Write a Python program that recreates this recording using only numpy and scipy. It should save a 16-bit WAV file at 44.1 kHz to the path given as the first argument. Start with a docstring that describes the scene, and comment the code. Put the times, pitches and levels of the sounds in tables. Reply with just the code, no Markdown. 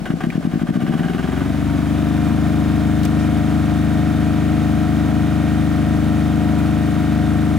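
"""Outdoors, a small one-cylinder diesel on a towed gun carriage fires, speeds up and settles.
Each burn of fuel makes a hard knock and a puff in the exhaust pipe. The slow, separate thumps
merge into a throbbing drone, held steady by the governor (the part that limits the speed).
Valves clatter, gears whine faintly and the cooling fan hisses over a low open-air rumble.
The metal housing clacks a few times, and the drone dips slightly near the end."""
import sys
import numpy as np
from scipy import signal
from scipy.fft import rfft, irfft, next_fast_len
from scipy.io import wavfile
from scipy.ndimage import uniform_filter1d, minimum_filter1d, map_coordinates

SR = 44100
rng = np.random.default_rng(int(sys.argv[2]) if len(sys.argv) > 2 else 0)


def pcm_store(signal):
    """Save signal as 16-bit PCM."""
    levels = np.round(np.clip(np.atleast_2d(signal), -1, 1) * 32767)
    wavfile.write(sys.argv[1], SR, levels.astype(np.int16).T)


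N = 334278


def amp(db):
    """Turn decibels into a gain to multiply by."""
    return 10 ** (np.asarray(db) / 20)

def unit(x):
    """Scale x to an average (rms) size of 1."""
    return x / np.sqrt(np.mean(x ** 2) + 1e-20)

def along(points, hz):
    """Read between (frequency, value) points on a pitch-like scale."""
    freqs, values = np.transpose(points)
    return np.interp(np.log(hz + 1), np.log(freqs + 1), values)

def curve(points):
    """Join (time, value) points into one value per sample."""
    return np.interp(np.arange(N) / SR, *np.transpose(points))

def wobble(rate):
    """A smooth curve through `rate` random values a second."""
    return map_coordinates(rng.standard_normal(int(N * rate / SR) + 4), [np.arange(N) * rate / SR])

def filtered(x, response):
    """Scale and delay each frequency in x as response(hz) says."""
    size = next_fast_len(N + SR // 2)
    return irfft(rfft(x, size) * response(np.fft.rfftfreq(size, 1 / SR)), size)[..., :N]

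def coloured(x, colour):
    """Shape x with a table of levels by frequency, then scale it to size 1."""
    return unit(filtered(x, lambda hz: amp(along(colour, hz))))

def resonance(hz, centre_hz, width_hz):
    """How a ringing part answers each frequency; narrower rings longer."""
    return 1j * hz * width_hz / (centre_hz ** 2 - hz ** 2 + 1j * hz * width_hz)

def resonances(hz, rings):
    """How a part that rings at several pitches answers each frequency."""
    return sum(amp(db) * resonance(hz, centre, width) for centre, width, db in rings)

def ringing(x, centre_hz, width_hz):
    """Let x ring at one pitch."""
    return filtered(x, lambda hz: resonance(hz, centre_hz, width_hz) ** 2)

def noise(alike, size=N):
    """Stereo hiss; alike runs from 0 (unrelated sides) to 1 (identical)."""
    turn = np.arccos(np.clip(alike, 0, 1)) / 2
    mid, side = rng.standard_normal((2, size)) * [[np.cos(turn)], [np.sin(turn)]]
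    return np.array([mid + side, mid - side])

def pulses(crank, place, scatter_db, lead_s=0):
    """One tap of slightly random size each time the crank passes a place in its cycle."""
    passes = np.arange(np.ceil(crank[0] - place), crank[-1] - place) + place
    samples = np.interp(passes, crank, np.arange(N)) - lead_s * SR
    sizes = amp(scatter_db * rng.standard_normal(len(samples)))
    return np.bincount(np.clip(np.round(samples), 0, N - 1).astype(int), sizes, N)

def burst(crank, place, length, steepness=16):
    """A swell that rises once a cycle and fades; place and length are in cycles."""
    age = (crank - place) % 1 / length
    return (1 - np.exp(-steepness * age)) * np.exp(-age)

# How fast the engine runs, one firing per cycle: (time [s], speed [cycles/s])
SPEED = [(0.0, 6.0), (0.18, 7.25), (0.3, 8.7), (0.42, 10.56), (0.65, 13.55), (0.9, 17.25), (1.15, 20.58),
         (1.4, 23.6), (1.65, 24.46), (1.9, 24.95), (2.2, 25.34), (2.8, 25.49), (3.5, 25.53), (4.3, 25.59),
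         (5.5, 25.57), (7.58, 25.57)]
def speed_share():
    """Engine speed as a share of its final, steady speed."""
    return curve(SPEED) / SPEED[-1][1]

# Plenty of fuel to gain speed, then the governor cuts back: (time [s], fuel level [dB])
FUEL = [(0, -1.5), (.45, -1.5), (.95, 1), (1.42, -1.5), (1.52, -12.5), (2.2, -9), (2.9, -20)]
def driven(db, doubling_db, fuel_power=0):
    """A gain: db at steady speed, doubling_db more per doubling of speed, plus a share of the fuel."""
    return amp(db + doubling_db * np.log2(speed_share()) + fuel_power * curve(FUEL))

# Tone of the open air: (frequency [Hz], relative level [dB])
OUTDOOR_COLOUR = [(20, -4), (60, -0.5), (150, 9.5), (400, -6.5), (1500, -10.5), (6000, -24), (10000, -28.5),
                  (14000, -42)]
def outdoors():
    """A low, even rumble lies behind everything."""
    return amp(-35) * coloured(noise(0.42), OUTDOOR_COLOUR)

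# What the muffler lets through: (frequency [Hz], relative level [dB])
MUFFLER_COLOUR = [(30, -21), (60, -2), (150, -3.5), (230, 7), (320, 3), (400, -8), (490, -11.5),
                  (620, -5.5), (740, -4.5), (920, -28), (1500, -43)]
def gas_rush(crank):
    """Swirling gas makes a rough rush that swells each time the exhaust opens."""
    flow = unit(1 + 0.23 * burst(crank, 0.215, length=0.62))
    rush = coloured(noise(0.91), MUFFLER_COLOUR)
    return driven(-28.5, doubling_db=1.2, fuel_power=0.066) * flow * rush

# Piston and valve hits: (place [cycles], relative level [dB], pitch [Hz], ring width [Hz])
CONTACTS = [(-.16, -8, 1950, 350), (-.075, 0, 1440, 190), (.075, -8, 2600, 1500), (.195, 1.5, 1215, 210),
            (.43, -7, 1750, 400), (.45, -13, 1130, 160), (.51, -11, 2400, 504), (.62, -9, 1400, 295),
            (.69, -12, 2980, 1800)]
def valve_taps(crank):
    """The piston and valves tap at set places in every cycle, each with its own short ring."""
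    taps = np.zeros(N)
    for place, db, ring_hz, width_hz in CONTACTS:
        hits = pulses(crank, place, scatter_db=0.9)
        taps += amp(db) * unit(ringing(hits, ring_hz, width_hz))
    return driven(-39.6, doubling_db=22) * unit(taps)

# Rings of the thin metal covers: (pitch [Hz], width [Hz], relative level [dB])
COVER_RINGS = [(1360, 8.5, -16), (1848, 18.5, 3.5), (2430, 44, -3), (3690, 36, 9), (5000, 50, 2)]
# Tone of the clatter: (frequency [Hz], relative level [dB])
CLATTER_COLOUR = [(600, -6), (800, -16), (900, -12), (1060, -10), (1200, -2), (1500, 1), (1750, -5),
                  (2200, -3.5), (2750, -13.5), (3200, -13), (3800, -15.5), (4500, -17), (7000, -26),
                  (12000, -27.5)]
def clatter(crank, looseness=0.61, fade_s=0.13):
    """The same hits set the engine block and its covers ringing, with a loose rattle on top."""
    decay = amp(-60 * np.arange(SR // 12) / SR / fade_s)
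    block, energy = np.zeros((2, N)), np.zeros(N)
    for place, db, _, _ in CONTACTS:
        hits = amp(db) * pulses(crank, place, scatter_db=1.4)
        one_hit = decay * noise(0.95, size=len(decay))
        block += signal.fftconvolve(hits[None], one_hit, axes=1)[:, :N]
        energy += signal.fftconvolve(hits ** 2, decay ** 2)[:N]
    rattle = looseness * unit(np.sqrt(np.abs(energy)) * noise(0.83))
    covers = filtered(unit(block) + rattle, lambda hz: 1 + resonances(hz, COVER_RINGS))
    return driven(-39.5, doubling_db=6) * coloured(covers, CLATTER_COLOUR)

# Two soft extra thumps in the pipe as the engine starts: (time [s], relative level [dB])
EXTRA_THUMPS = [(0.016, -10), (0.298, -15)]
# Rings of the muffler's chambers: (pitch [Hz], width [Hz], relative level [dB])
CHAMBER_RINGS = [(172, 15, 3), (228, 22, -1), (283, 18, -3), (320, 20, -5)]
def thumps(crank, muffler_hz=345, leak=0.07):
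    """Puffs of exhaust and intake air ring the pipe and muffler; their boom fades with speed."""
    speed = speed_share()
    separate = 1 / (1 + (speed / 0.782) ** 14)  # intake puffs fade out near 78% speed
    intake = separate * amp(1) * pulses(crank, 0.506, scatter_db=1.2, lead_s=0.00605)
    intake_shut = separate * amp(-5) * speed * pulses(crank, 0.72, scatter_db=2.5, lead_s=0.00595)
    exhaust = pulses(crank, 0.2568, scatter_db=1.1, lead_s=0.005635)
    puffs = driven(-7.5, doubling_db=-3.5, fuel_power=0.25) * exhaust + intake + intake_shut
    for time, db in EXTRA_THUMPS:
        puffs[round(time * SR)] += amp(db)
    pipe = lambda hz: resonance(hz, centre_hz=195, width_hz=175)
    ring = filtered(puffs, lambda hz: pipe(hz) * (leak + pipe(hz) + resonances(hz, CHAMBER_RINGS)))
    boom = amp(-6) * ringing(puffs * (1 - speed) ** 2, centre_hz=74.6, width_hz=55)
    treble_cut = signal.butter(4, muffler_hz, fs=SR, output="sos")
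    return amp(33) * signal.sosfilt(treble_cut, ring + boom)

# Tone of the burning fuel: (frequency [Hz], relative level [dB])
BURN_COLOUR = [(220, -15), (350, -2), (415, 3.5), (480, -11), (600, -6), (755, -2), (920, -10),
               (1160, -4.5), (1340, -10), (1570, -3.5), (1950, -8.5), (2700, -16), (3300, -17.5),
               (3900, -27.5), (5200, -28.5), (10000, -32.5), (13000, -38)]
# Rings of the cylinder head, its metal lid: (pitch [Hz], width [Hz], relative level [dB])
HEAD_RINGS = [(624, 30, -2), (748, 33, 7), (1190, 45, 4), (1483, 50, 4), (1610, 50, -4), (2930, 95, 6.5),
              (3200, 88, 4), (3800, 140, 3)]
def rasp(loudness):
    """The noise of burning follows a loudness curve, and the cylinder head rings on after it."""
    def head(hz):
        response = amp(along(BURN_COLOUR, hz)) * (1 + resonances(hz, HEAD_RINGS))
        return response / np.sqrt(np.mean(np.abs(response) ** 2))
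    return filtered(loudness * noise(0.88), head)

def knock(crank, lead_s=0.0038, steady_part=0.11):
    """Fuel burns with a harsh rasp, then chuffs as the exhaust opens; more fuel is louder."""
    early = crank + lead_s * curve(SPEED)  # earlier in the cycle as speed rises
    burn = burst(early, -0.053, length=0.12, steepness=2.6)
    chuff = amp(-1) * burst(early, 0.16, length=0.19, steepness=2.1)
    return rasp(driven(-30.8, doubling_db=5.8, fuel_power=1.33) * unit(steady_part + burn + chuff))

# The first firings and their exhaust blows: (time [s], level [dB], time to fade 60 dB [s])
BARKS = [(.054, -23, .14), (.102, -26, .07), (.205, -22.5, 0.094), (.235, -23, .08), (.32, -34, .16)]
def barks(rise_s=0.0017):
    """Cold fuel catches all at once with a sudden, dry bark."""
    loudness = np.zeros(N)
    for time, db, fade_s in BARKS:
        age = np.maximum(np.arange(N) / SR - time, 0)
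        loudness += amp(db - 60 * age / fade_s) * (1 - np.exp(-age / rise_s))
    return rasp(loudness)

def honk(crank):
    """Hard exhaust blows ring the thin shell of the muffler."""
    blows = pulses(crank, 0.1863, scatter_db=1.5)
    shell = unit(ringing(blows, centre_hz=368, width_hz=85))
    return driven(-31.5, doubling_db=16, fuel_power=0.72) * shell

# Clacks and scrapes of the housing:
# (time [s], level [dB], pitch [Hz], ring width [Hz], time to fade 60 dB [s], crack share [0-1])
CLACKS = [(.302, -19, 2130, 600, 0.029, .07), (3.032, -33, 3800, 4000, .16, 0.45),
          (3.052, -22, 7170, 2500, .018, 0.6), (3.054, -28, 3200, 3000, 0.022, 0.4),
          (3.058, -23, 2200, 1700, .023, 0.2), (3.195, -41, 5000, 4000, .3, 0.2),
          (6.584, -35, 2340, 1500, .19, .4)]
def clacks():
    """Metal meets metal: a sharp crack and one quickly fading ring."""
    out, age = np.zeros((2, N)), np.arange(SR // 4) / SR
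    for time, db, ring_hz, width_hz, fade_s, crack_share in CLACKS:
        crack = crack_share * noise(0.28)
        ring = (1 - crack_share) * unit(ringing(noise(0.42), ring_hz, width_hz))
        start, decay = round(time * SR), amp(db - 60 * age / fade_s)
        out[:, start:start + len(age)] += decay * (crack + ring)[:, :len(age)]
    return out

def push(strokes, multiple):
    """How the strokes of one cycle add up at a multiple of the engine speed."""
    return sum(strength * np.exp(-2j * np.pi * multiple * place) for place, strength in strokes)

# The tones in the drone: (multiple of engine speed [x], relative level [dB])
DRONE_TONES = [(1, -42), (2, -23.5), (3, -2.5), (4, -4), (5, -2), (6, 2), (7, 0.5), (8, 4), (9, 1.5),
               (10, -12), (11, 0), (12, 3.5), (13, -19), (14, -29), (15, -38), (16, -15), (17, -19),
               (18, -22), (19, -34), (20, -18), (21, -36), (22, -42), (23, -15), (24, -25.5), (25, -11.5),
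               (26, -28), (27, -19.5), (28, -8), (29, -16), (30, -23.5), (31, -35), (32, -22), (33, -19)]
# Firing, exhaust, intake opening and intake closing: (place [cycles], strength [0-1])
GAS_STROKES = [(.006, 0.97), (.184, 0.699), (.363, .64), (.623, 0.618)]
# Strokes that shake the housing: (place [cycles], strength [0-1])
HOUSING_STROKES = [(.19, 1), (.52, .5), (.84, .75)]
def drone(crank, dip_at_s=6.92, dip_width_s=0.074, dip_db=-1):
    """At speed the strokes overlap in the pipe and shake the housing, blending into steady tones."""
    times, speed = np.transpose(SPEED)
    bass, pipe, housing = np.zeros((3, N))
    for multiple, db in DRONE_TONES:
        hz = multiple * speed  # each tone changes level as its pitch climbs
        if multiple <= 15:
            layer = bass if multiple <= 4 else pipe
            pipe_ring = resonance(hz[-1], centre_hz=146, width_hz=140)
            phase = np.angle(-push(GAS_STROKES, multiple) * pipe_ring ** 2)
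            climb_db = 1.8 * along(MUFFLER_COLOUR, hz)
        else:
            layer = housing
            housing_ring = resonance(hz, centre_hz=690, width_hz=130)
            phase = np.angle(push(HOUSING_STROKES, multiple) * housing_ring[-1] ** 2)
            climb_db = 5 * np.log10(np.abs(housing_ring))
        gain = curve(np.c_[times, amp(db + climb_db - climb_db[-1])])
        layer += gain * np.cos(2 * np.pi * multiple * crank + phase)
    for layer in (bass, pipe, housing):  # even out each layer, so speed sets its loudness
        layer /= np.sqrt(np.abs(uniform_filter1d(layer ** 2, size=SR // 4)))
    bass *= driven(-22.5, doubling_db=42) * amp(0.4 * wobble(12))
    pipe *= driven(-18.5, doubling_db=48)
    housing *= driven(-33, doubling_db=75) * amp(0.65 * wobble(20))
    dip = np.exp(-((np.arange(N) / SR - dip_at_s) / dip_width_s) ** 2)
    return amp(dip_db * dip) * (bass + pipe + housing)

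# Tone of the cooling air: (frequency [Hz], relative level [dB])
FAN_COLOUR = [(300, 3), (950, 7.5), (1400, 7.5), (2000, 1), (3000, 3), (3900, 0), (4700, -9), (6500, -4),
              (7600, -8), (10000, -7.5), (11800, -16.5), (15500, -11)]
def fan(crank):
    """The fan on the flywheel hisses, swelling a little once a cycle."""
    swell_db = 1.7 * np.cos(2 * np.pi * (crank - 0.75))
    flutter_db = 0.23 * wobble(11) + 0.66 * wobble(250)
    return driven(-41, doubling_db=25) * amp(swell_db + flutter_db) * coloured(noise(0.62), FAN_COLOUR)

def buzz(crank, waver_db=3):
    """The housing buzzes while the engine works hard, and quietens as the fuel is cut back."""
    tones = sum(amp(waver_db * wobble(4.4)) * np.cos(2 * np.pi * (multiple * crank + rng.random()))
                for multiple in range(36, 46))
    return driven(-39, doubling_db=32, fuel_power=0.49) * unit(tones)

# Tones of the gears that time the valves: (multiple of engine speed [x], relative level [dB])
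GEAR_TONES = [(38, -10), (52, -9), (72, -13), (95, -18), (105, -20), (142, -18)]
def gear_whine(crank, waver_db=3.9, waver_rad=0.36):
    """The gears sing faintly and unsteadily, rising in pitch with the engine."""
    tones = np.zeros(N)
    for multiple, db in GEAR_TONES:
        gain = amp(db + waver_db * wobble(20))
        tones += gain * np.sin(2 * np.pi * multiple * crank + waver_rad * wobble(20))
    return driven(-38.5, doubling_db=35) * tones

def scene():
    """The turning crank keeps the engine's sounds in step; clacks and open air join them."""
    crank = np.cumsum(curve(SPEED)) / SR - 0.424  # counts cycles, 0 at the first firing
    exhaust = thumps(crank) + drone(crank) + gas_rush(crank) + honk(crank)
    burning = knock(crank) + barks()
    machinery = valve_taps(crank) + clatter(crank) + buzz(crank) + gear_whine(crank) + fan(crank)
    return exhaust + burning + machinery + outdoors() + clacks()

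def limiter(x, ceiling_db=-5.5, recovery_db_per_s=150, look_ahead_s=0.0018):
    """Turn loud peaks down just before they arrive, then let the level climb back."""
    size = round(look_ahead_s * SR)
    peak_db = 20 * np.log10(np.abs(x).max(axis=0) + 1e-9)
    needed_db = minimum_filter1d(np.minimum(ceiling_db - peak_db, 0), 2 * size)
    recovery_db = recovery_db_per_s * np.arange(N) / SR
    gain_db = np.minimum.accumulate(needed_db - recovery_db) + recovery_db
    return x * amp(uniform_filter1d(gain_db, size))

# The two microphones: (frequency [Hz], left louder by [dB], left earlier by [rad])
MIC_PAIR = [(50, 12, .3), (80, 3, .7), (170, 5, 0.75), (355, 3.5, 0.91), (605, -.3, 0.74),
            (1320, -0.5, 0.37), (3040, 0.5, 0.46), (10000, 0, 0.13)]
def record(dry, top_hz=15850):
    """Low notes reach the left side earlier and louder; peaks are tamed and the top treble is cut."""
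    mics, sides = np.array(MIC_PAIR), np.array([[0.5], [-0.5]])
    balance = lambda hz: amp(sides * along(mics[:, [0, 1]], hz))
    timing = lambda hz: np.exp(1j * sides * along(mics[:, [0, 2]], hz))
    stereo = filtered(dry, lambda hz: balance(hz) * timing(hz))
    return filtered(limiter(stereo), lambda hz: hz < top_hz)


dry = scene()
out = record(dry)
pcm_store(out)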